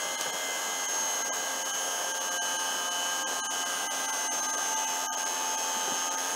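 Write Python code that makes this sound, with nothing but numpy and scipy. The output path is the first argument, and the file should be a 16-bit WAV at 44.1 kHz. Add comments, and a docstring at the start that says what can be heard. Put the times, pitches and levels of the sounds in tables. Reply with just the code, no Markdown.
"""A motor-driven pump whines and hisses steadily; soft thuds sound early and late, and a flap ticks once early on.
An electric motor drives the hydraulic pump of a platform lift: its tones are multiples and thirds of shaft speed.
Oil and brushes make shaped noise through the housing, with treble pulsing once and twice a turn.
The hinged steel flap rings short decaying modes as it rises; each thud is a sagging push with a dull puff.
Now and then the hiss and lesser tones drop out briefly, leaving the strongest tones bare."""
import sys
import numpy as np
from scipy import signal
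from scipy.fft import rfft, irfft
from scipy.io import wavfile
from scipy.ndimage import uniform_filter1d, minimum_filter1d, map_coordinates

SR = 44100
rng = np.random.default_rng(int(sys.argv[2]) if len(sys.argv) > 2 else 0)


def amplitude_ratio(level_db):
    """Convert a level in decibels to the matching linear amplitude (field) ratio."""
    exponent = np.asarray(level_db, float) / 20
    return 10 ** exponent


def master(y):
    """Save y as 16-bit WAV."""
    cut = np.clip(np.atleast_2d(y).T, -1, 1)
    pcm = np.round(cut * 32767)  # scale
    wavfile.write(sys.argv[1], SR, pcm.astype(np.int16))


N = 280035  # length in samples

# Shaft speed, sagging as the load builds and jumping when it eases: time_s, speed_rev_per_s
SHAFT_SPEED = [(0.0, 89.56), (0.12, 90.33), (0.26, 90.72), (0.39, 90.58), (0.6, 89.55), (0.74, 89.69),
               (1.02, 89.04), (2.07, 88.92), (2.41, 88.48), (3.18, 88.55), (3.67, 88.48), (3.95, 87.97),
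               (4.92, 87.84), (4.99, 88.33), (5.41, 87.97), (5.97, 88.09), (6.11, 88.76), (6.35, 89.01)]
# Tones that carry the whine, before trim, swells and flutter: shaft_multiple, start_rms_db, end_rms_db
MAIN_TONES = [(3, -63.2, -54.5), (6, -46.5, -51.3), (7, -48.4, -54.7), (8, -54.1, -47.5), (9, -51.5, -45.2),
              (10, -48.6, -40.3), (12, -57.3, -54.2), (14, -56.6, -44.3), (17, -56.6, -56.8),
              (18, -38.3, -45.0), (18.33, -50.9, -53.9), (20, -68.2, -51.5), (23, -45.3, -57.4),
              (29, -59.0, -51.8), (33, -51.2, -52.4), (34, -47.8, -49.3), (36, -47.1, -58.4),
              (46, -54.2, -53.6), (70, -51.3, -58.7), (71, -55.1, -46.0), (72, -44.9, -43.5),
              (73, -55.0, -45.0), (74, -43.1, -50.5), (107, -58.3, -57.7), (108, -52.4, -48.9),
              (113, -67.3, -57.2), (115, -69.8, -61.3), (130, -66.9, -59.8), (144, -60.2, -61.6)]


def curve(rows, s):
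    """Linear interpolation: the second column of a table read at the times s."""
    return np.interp(s, *np.transpose(rows))


def bell(s, mid, spread):
    """Gaussian envelope: a smooth rise and fall around mid."""
    return np.exp(-.5 * ((s - mid) / spread) ** 2)


def drift(shape, smooth):
    """First-order recursive smoothing: chance of rms 1, slowed down the columns."""
    z = signal.lfilter([1], [1, -smooth], rng.standard_normal(shape), axis=0)
    return z / z.std()


def hiss_db(hz):
    """Spectral density in dB per Hz: a broad slope raised by the housing's resonances."""
    # Slope of the hiss ahead of the resonances: frequency_hz, density_db_per_hz
    slope = [(60, -131), (90, -116), (155, -87), (200, -87.5), (265, -78.5), (450, -77), (620, -73.5),
             (1250, -75), (2350, -87), (3700, -85), (4900, -86), (8000, -83.5), (8850, -92), (12300, -95),
             (15600, -94)]
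    # Resonances of the housing: centre_hz, width_hz, lift_db
    panels = [(1606, 200, 5), (2970, 600, 8.5), (3980, 350, -0.5), (5390, 470, 6.5), (6490, 990, 8.5),
              (9760, 330, 9)]
    f, db = np.transpose(slope)
    humps = sum(lift_db / (1 + (2 * (hz - centre) / width) ** 2) for centre, width, lift_db in panels)
    return np.interp(np.log(hz + 1), np.log(f + 1), db) + humps


def shaft():
    """Integration of speed to angle in turns, with a small quick unevenness that blurs the high tones."""
    jitter_turns, knots_per_s = .0005, 24
    wobble_rev_per_s, wobble_hz, crest_s, mid_s, spread_s = .125, 2.334, 3.158, 2.71, .95
    s = np.arange(N) / SR
    knots = rng.standard_normal(int(N / SR * knots_per_s) + 4)
    uneven = map_coordinates(knots, [s * knots_per_s])
    # mid-stroke the speed rocks up and down
    rocking = wobble_rev_per_s * bell(s, mid_s, spread_s) * np.cos(2 * np.pi * wobble_hz * (s - crest_s))
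    return np.cumsum(curve(SHAFT_SPEED, s) + rocking) / SR + jitter_turns * uneven


def hiss(angle, patchy_db=1.73, once_depth=0.17, twice_depth=0.54):
    """Filtered noise of oil and brushes, in patches, its treble amplitude-modulated by the rotation."""
    # Slow change of the whole hiss: time_s, change_db
    loudness = [(0, 1), (1, 1.5), (2, 1), (3, 1.5), (4, 2), (5, 1.5), (6.35, 1.5)]
    hz, _, z = signal.stft(rng.standard_normal((2, N + SR)), SR, nperseg=1024)
    patches = rng.standard_normal(z.shape[1:])
    for axis in (0, 1):  # smooth over frequency, then time
        patches = uniform_filter1d(patches, 8, axis)
    colour_db = hiss_db(hz)[:, None] + patchy_db * patches / patches.std()
    gain = amplitude_ratio(colour_db) * np.sqrt(SR / 2)  # from level per Hz to white noise of rms 1
    treble = 1 / (1 + (3000 / (hz + 1)) ** 4)  # share of the power that pulses
    split = np.sqrt([1 - treble, treble])[..., None]
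    low, high = signal.istft(z * gain * split, SR, nperseg=1024)[1][:, :N]
    once = once_depth * np.cos(2 * np.pi * angle)
    twice = twice_depth * np.cos(4 * np.pi * angle + 1)
    return amplitude_ratio(curve(loudness, np.arange(N) / SR)) * (low + (1 + once + twice) * high)


def bumps(rise_s=0.0022, puff_db=8, puff_span=2.8, sag_per_s=3.1):
    """Damped oscillation: a soft low push sags in pitch under low-passed noise, a dull puff."""
    # Soft thuds, level ahead of rise and puff, pitch at onset: start_s, level_db, pitch_hz, t60_s
    thuds = [(.05, -32, 610, 0.077), (0.081, -41, 640, 0.14), (0.256, -33, 579, 0.18),
             (.335, -40, 620, 0.15), (5.763, -28.5, 250, 0.04), (5.876, -29.5, 410, 0.069),
             (5.918, -23.5, 263, 0.038)]
    out, t = np.zeros(N), np.arange(SR // 4) / SR
    for start, db, hz, t60 in thuds:
        b, a = signal.butter(2, puff_span * hz / (SR / 2))
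        puff = signal.lfilter(b, a, rng.standard_normal(len(t)))
        push = np.sin(2 * np.pi * hz * t * np.exp(-sag_per_s * t))
        envelope = amplitude_ratio(db - 60 * t / t60) * (1 - np.exp(-t / rise_s))
        out[round(start * SR):][:len(t)] += envelope * (push + amplitude_ratio(puff_db) * puff)
    return out


def flap(rattle_db=-20, rattle_t60=.25, trim_db=-2):
    """Modal impact: two quick contacts ring the flap's short modes; the mesh plate rattles briefly after."""
    # Contacts of the flap, level ahead of the trim: start_s, level_db
    contacts = [(0.2087, -23), (0.2112, -13.5)]
    # Modes of the flap, level relative to the contact: pitch_hz, level_db, t60_s
    modes = [(1000, -8.5, 0.011), (4860, -11, 0.0067), (6200, -1.5, 0.0066), (8140, -5.5, 0.0064),
             (13000, -9, 0.0024)]
    out, t = np.zeros(N), np.arange(SR // 5) / SR
    b, a = signal.butter(2, [2000 / (SR / 2), 11000 / (SR / 2)], "band")
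    for start, db in contacts:
        ring = sum(amplitude_ratio(mode_db - 60 * t / t60) * np.sin(2 * np.pi * hz * t) for hz, mode_db, t60 in modes)
        rattle = signal.lfilter(b, a, rng.standard_normal(len(t)))
        rattle *= amplitude_ratio(rattle_db - 60 * t / rattle_t60)
        out[round(start * SR):][:len(t)] += amplitude_ratio(db + trim_db) * (ring + rattle)
    return out


def tone_db(s):
    """Superposed level changes in dB: each main tone slides straight over the stroke, plus its swells."""
    # Single tones swell or sink for a moment: centre_s, shaft_multiple, change_db, spread_s
    swells = [(0.1, 144, -12.1, 0.12), (0.17, 74, -5.9, 0.26), (0.36, 17, 7.7, 0.28),
              (0.38, 18, -7.7, 0.85), (0.65, 6, -5.0, 0.54), (1.02, 108, -8.1, 0.5), (1.07, 72, 7.0, 0.24),
              (1.4, 36, -7.3, 0.2), (1.4, 113, -11.7, 0.18), (1.75, 46, -8.1, 0.18), (1.75, 115, -7.9, 0.4),
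              (1.9, 29, -7.8, 0.26), (2.1, 70, -9.7, 0.18), (2.1, 72, 7.3, 0.38), (2.12, 107, -12.5, 0.9),
              (2.2, 20, 9.3, 0.45), (2.52, 71, 4.6, 0.2), (2.56, 10, 3.3, 0.14), (2.64, 23, -9.6, 0.65),
              (2.66, 8, 4.3, 0.9), (2.77, 34, 6.6, 0.9), (2.83, 72, 4.0, 0.17), (2.95, 7, -5.3, 0.89),
              (3.04, 14, 4.2, 0.9), (3.05, 108, -3.9, 0.18), (3.21, 73, 6.9, 0.51), (3.25, 144, -7.5, 0.4),
              (3.3, 12, 9.0, 0.69), (3.3, 130, -8.2, 0.26), (3.95, 115, -8.9, 0.4), (4.06, 23, 6.1, 0.22),
              (4.15, 113, -5.9, 0.4), (4.18, 73, -7.0, 0.17), (4.26, 34, -4.4, 0.24), (4.27, 70, 8.0, 0.58),
              (4.29, 71, -14.0, 0.57), (4.3, 17, -6.7, 0.4), (4.48, 6, -7.4, 0.52), (4.5, 72, 9.1, 0.35),
              (5.26, 10, 2.5, 0.49), (5.4, 73, 7.1, 0.35), (5.46, 18, -4.3, 0.52), (5.55, 108, -14.0, 0.6),
              (5.91, 36, 10.8, 0.48), (5.95, 74, 4.4, 0.14), (6.05, 113, -8.1, 0.18),
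              (6.1, 130, -11.1, 0.12), (6.14, 72, 6.2, 0.33)]
    order, start_db, end_db = np.transpose(MAIN_TONES)
    level_db = start_db + np.outer(s * SR / N, end_db - start_db)
    for mid, which, db, spread in swells:
        level_db += np.outer(db * bell(s, mid, spread), order == which)
    return level_db


def whine(angle, scatter_db=2, drift_db=2.5, trim_db=-0.61, treble_db=5.5, thirds_db=0.5):
    """Fourier synthesis: three turns make one wave of all tones, slowly re-mixed as the shaft reads it out."""
    # Further tones, ahead of the treble lift: shaft_multiple, mean_rms_db
    further = [(2, -72), (4, -70), (5, -57.3), (13, -52.8), (16, -60), (19, -56.8), (21, -62.9),
               (25, -64.9), (28, -63.8), (30, -60.6), (32, -58.0), (37, -56.0), (38, -56.1), (39, -60.8),
               (40, -61.5), (45, -61.7), (47, -61.6), (53, -61.5), (54, -59.9), (57, -57.9), (64, -57.8),
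               (66, -55.4), (69, -57.6), (75, -56.1), (76, -53.8), (79, -60.7), (80, -56.2), (90, -58.5),
               (92, -60.9), (93, -63.4), (101, -71.4), (102, -74.4), (103, -69.9), (104, -66.3),
               (106, -66.9), (109, -60.0), (110, -67.9), (111, -68.8), (112, -68.8), (117, -73.6),
               (122, -66.6), (123, -72.2), (124, -69.1), (125, -69.2), (126, -67.7), (127, -70.6),
               (128, -65.8), (129, -66.5), (131, -73.7), (132, -68.8), (133, -70.5), (134, -77.1),
               (135, -69.2), (138, -76.2), (140, -72.4), (141, -75.0), (142, -74.5), (143, -73.2),
               (145, -68.9), (148, -72.0), (149, -69.8), (155, -75.3), (160, -72.1), (165, -75.2),
               (174, -71), (175, -75.7)]
    # Tones of a part geared down three to one, ahead of trim and treble lift: third_multiple, mean_rms_db
    geared = [(22, -61.1), (23, -63.2), (25, -60.1), (26, -62.0), (28, -58.4), (31, -61.6), (32, -62.0),
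              (34, -61.8), (35, -63.9), (37, -58.3), (40, -62.7), (41, -61.5), (43, -61.1), (44, -64.3),
              (47, -65.7), (49, -70.5), (50, -62.9), (52, -61.8), (53, -62.0), (58, -65.5), (61, -70.8),
              (62, -73.6), (73, -74.6), (76, -74.2), (79, -78.2), (80, -78.5), (83, -72.9), (88, -71.3)]
    top_order, gear, wave_size, knots_per_s = 176, 3, 16384, 8
    faint_db, geared_db = 16.5, 7  # unlisted multiples and thirds, over the hiss per Hz
    flutter_db, slip_rad = 2, 0.23  # per knot: main tones' level, and the top tone's phase step

    s = np.arange(int(N / SR * knots_per_s) + 2) / knots_per_s
    k = np.arange(gear * top_order + 1)  # counts thirds of shaft speed
    height = k / k[-1]
    mean_db = hiss_db(k / gear * np.mean(SHAFT_SPEED, axis=0)[1])
    mean_db += np.where(k % gear, geared_db, faint_db) + scatter_db * rng.standard_normal(len(k))
    for order, db in further:
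        mean_db[gear * round(order)] = db
    for third, db in geared:
        mean_db[round(third)] = db + thirds_db
    # random drift in dB raises the mean power, so it is taken off first
    level_db = mean_db - drift_db ** 2 * np.log(10) / 20 + drift_db * drift((len(s), len(k)), smooth=0.86)
    main = np.round(gear * np.transpose(MAIN_TONES)[0]).astype(int)
    level_db[:, main] = tone_db(s) + trim_db + flutter_db * drift((len(s), len(main)), smooth=0)
    level_db += treble_db * height ** 2  # the top tones are lifted a little

    # phases creep, high tones faster, as the paths to the microphone change
    creep = slip_rad * height ** 0.27 * rng.standard_normal(level_db.shape)
    phase = 2 * np.pi * rng.random(len(k)) + np.cumsum(creep, axis=0)
    waves = irfft(amplitude_ratio(level_db) * np.exp(1j * phase), wave_size) * wave_size / np.sqrt(2)  # rms levels
    waves = np.column_stack([waves, waves[:, 0]])  # close the loop for interpolation
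    knot_at = np.arange(N) * knots_per_s / SR
    return map_coordinates(waves, [knot_at, angle / gear % 1 * wave_size], order=1)


def dropouts(x, ramp_s=0.024, left_db=-40, lift_db=1.0):
    """Spectral peak selection: all but the tallest peaks fade to almost nothing and back on a quarter sine."""
    # Brief dropouts of the hiss and lesser tones: centre_s, held_s
    gaps = [(.169, 0), (.319, 0), (.873, 0), (1.236, 0), (1.31, .021), (1.64, 0), (1.726, 0), (2.132, 0),
            (2.196, 0), (2.302, 0), (2.399, .021), (2.58, 0), (2.9, 0), (3.252, .021), (3.422, .021),
            (3.487, .021), (3.646, 0), (3.891, .021), (4.073, 0), (4.116, 0), (4.297, .021), (4.414, 0),
            (4.479, 0), (4.52, 0), (4.563, 0), (4.755, 0), (4.862, 0), (5.097, .043), (5.161, 0),
            (5.247, 0), (5.566, 0), (6.1, 0), (6.164, 0)]
    frame, survivors, hum_hz = 2048, 12, 264  # samples; peaks kept per frame; lowest shaft hum
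    favour = .45  # share of the hiss colour discounted when peaks are ranked
    gain, t = np.ones(N), np.arange(N) / SR
    for centre, held in gaps:
        gain *= np.sin(np.pi / 2 * np.clip((abs(t - centre) - held / 2) / ramp_s, 0, 1))

    hz, _, z = signal.stft(x, SR, nperseg=frame)
    height = abs(z) / amplitude_ratio(favour * hiss_db(hz))[:, None]  # favours peaks over a quiet part of the hiss
    local_top = -minimum_filter1d(-height, size=5, axis=0)
    peaks = height * (height >= local_top)
    tall = peaks >= np.sort(peaks, axis=0)[-survivors]
    tall |= (abs(hz - hum_hz) < SR / frame)[:, None]  # the lowest hum always sounds on
    kept = ~minimum_filter1d(~tall, size=5, axis=0)  # take in the skirts of each peak
    bare = signal.istft(z * kept, SR, nperseg=frame)[1][:N]
    # the bare tones are always a little raised, most of all in the gaps
    return np.maximum(gain, amplitude_ratio(left_db)) * (x - bare) + amplitude_ratio(lift_db * (1.5 - gain)) * bare


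def scene():
    """Linear superposition: motor, flap and thuds add at one microphone, given alike to both channels."""
    angle = shaft()
    motor = dropouts(whine(angle) + hiss(angle))
    # the knocks carry no deep bass
    high_pass = signal.butter(5, 140 / (SR / 2), "high", output="sos")
    knocks = signal.sosfilt(high_pass, flap() + bumps())
    return np.tile(motor + knocks, (2, 1))


def top_cut(x):
    """Nothing passes above the cut-off."""
    return signal.sosfilt(signal.butter(12, 16780, fs=SR, output="sos"), x)


def record(dry):
    """Band limitation: the camera keeps nothing at or above its upper frequency limit."""
    top_hz = 15730
    kept = irfft(rfft(dry) * (np.fft.rfftfreq(N, 1 / SR) < top_hz), N)
    return top_cut(kept)


dry = scene()
out = record(dry)
master(out)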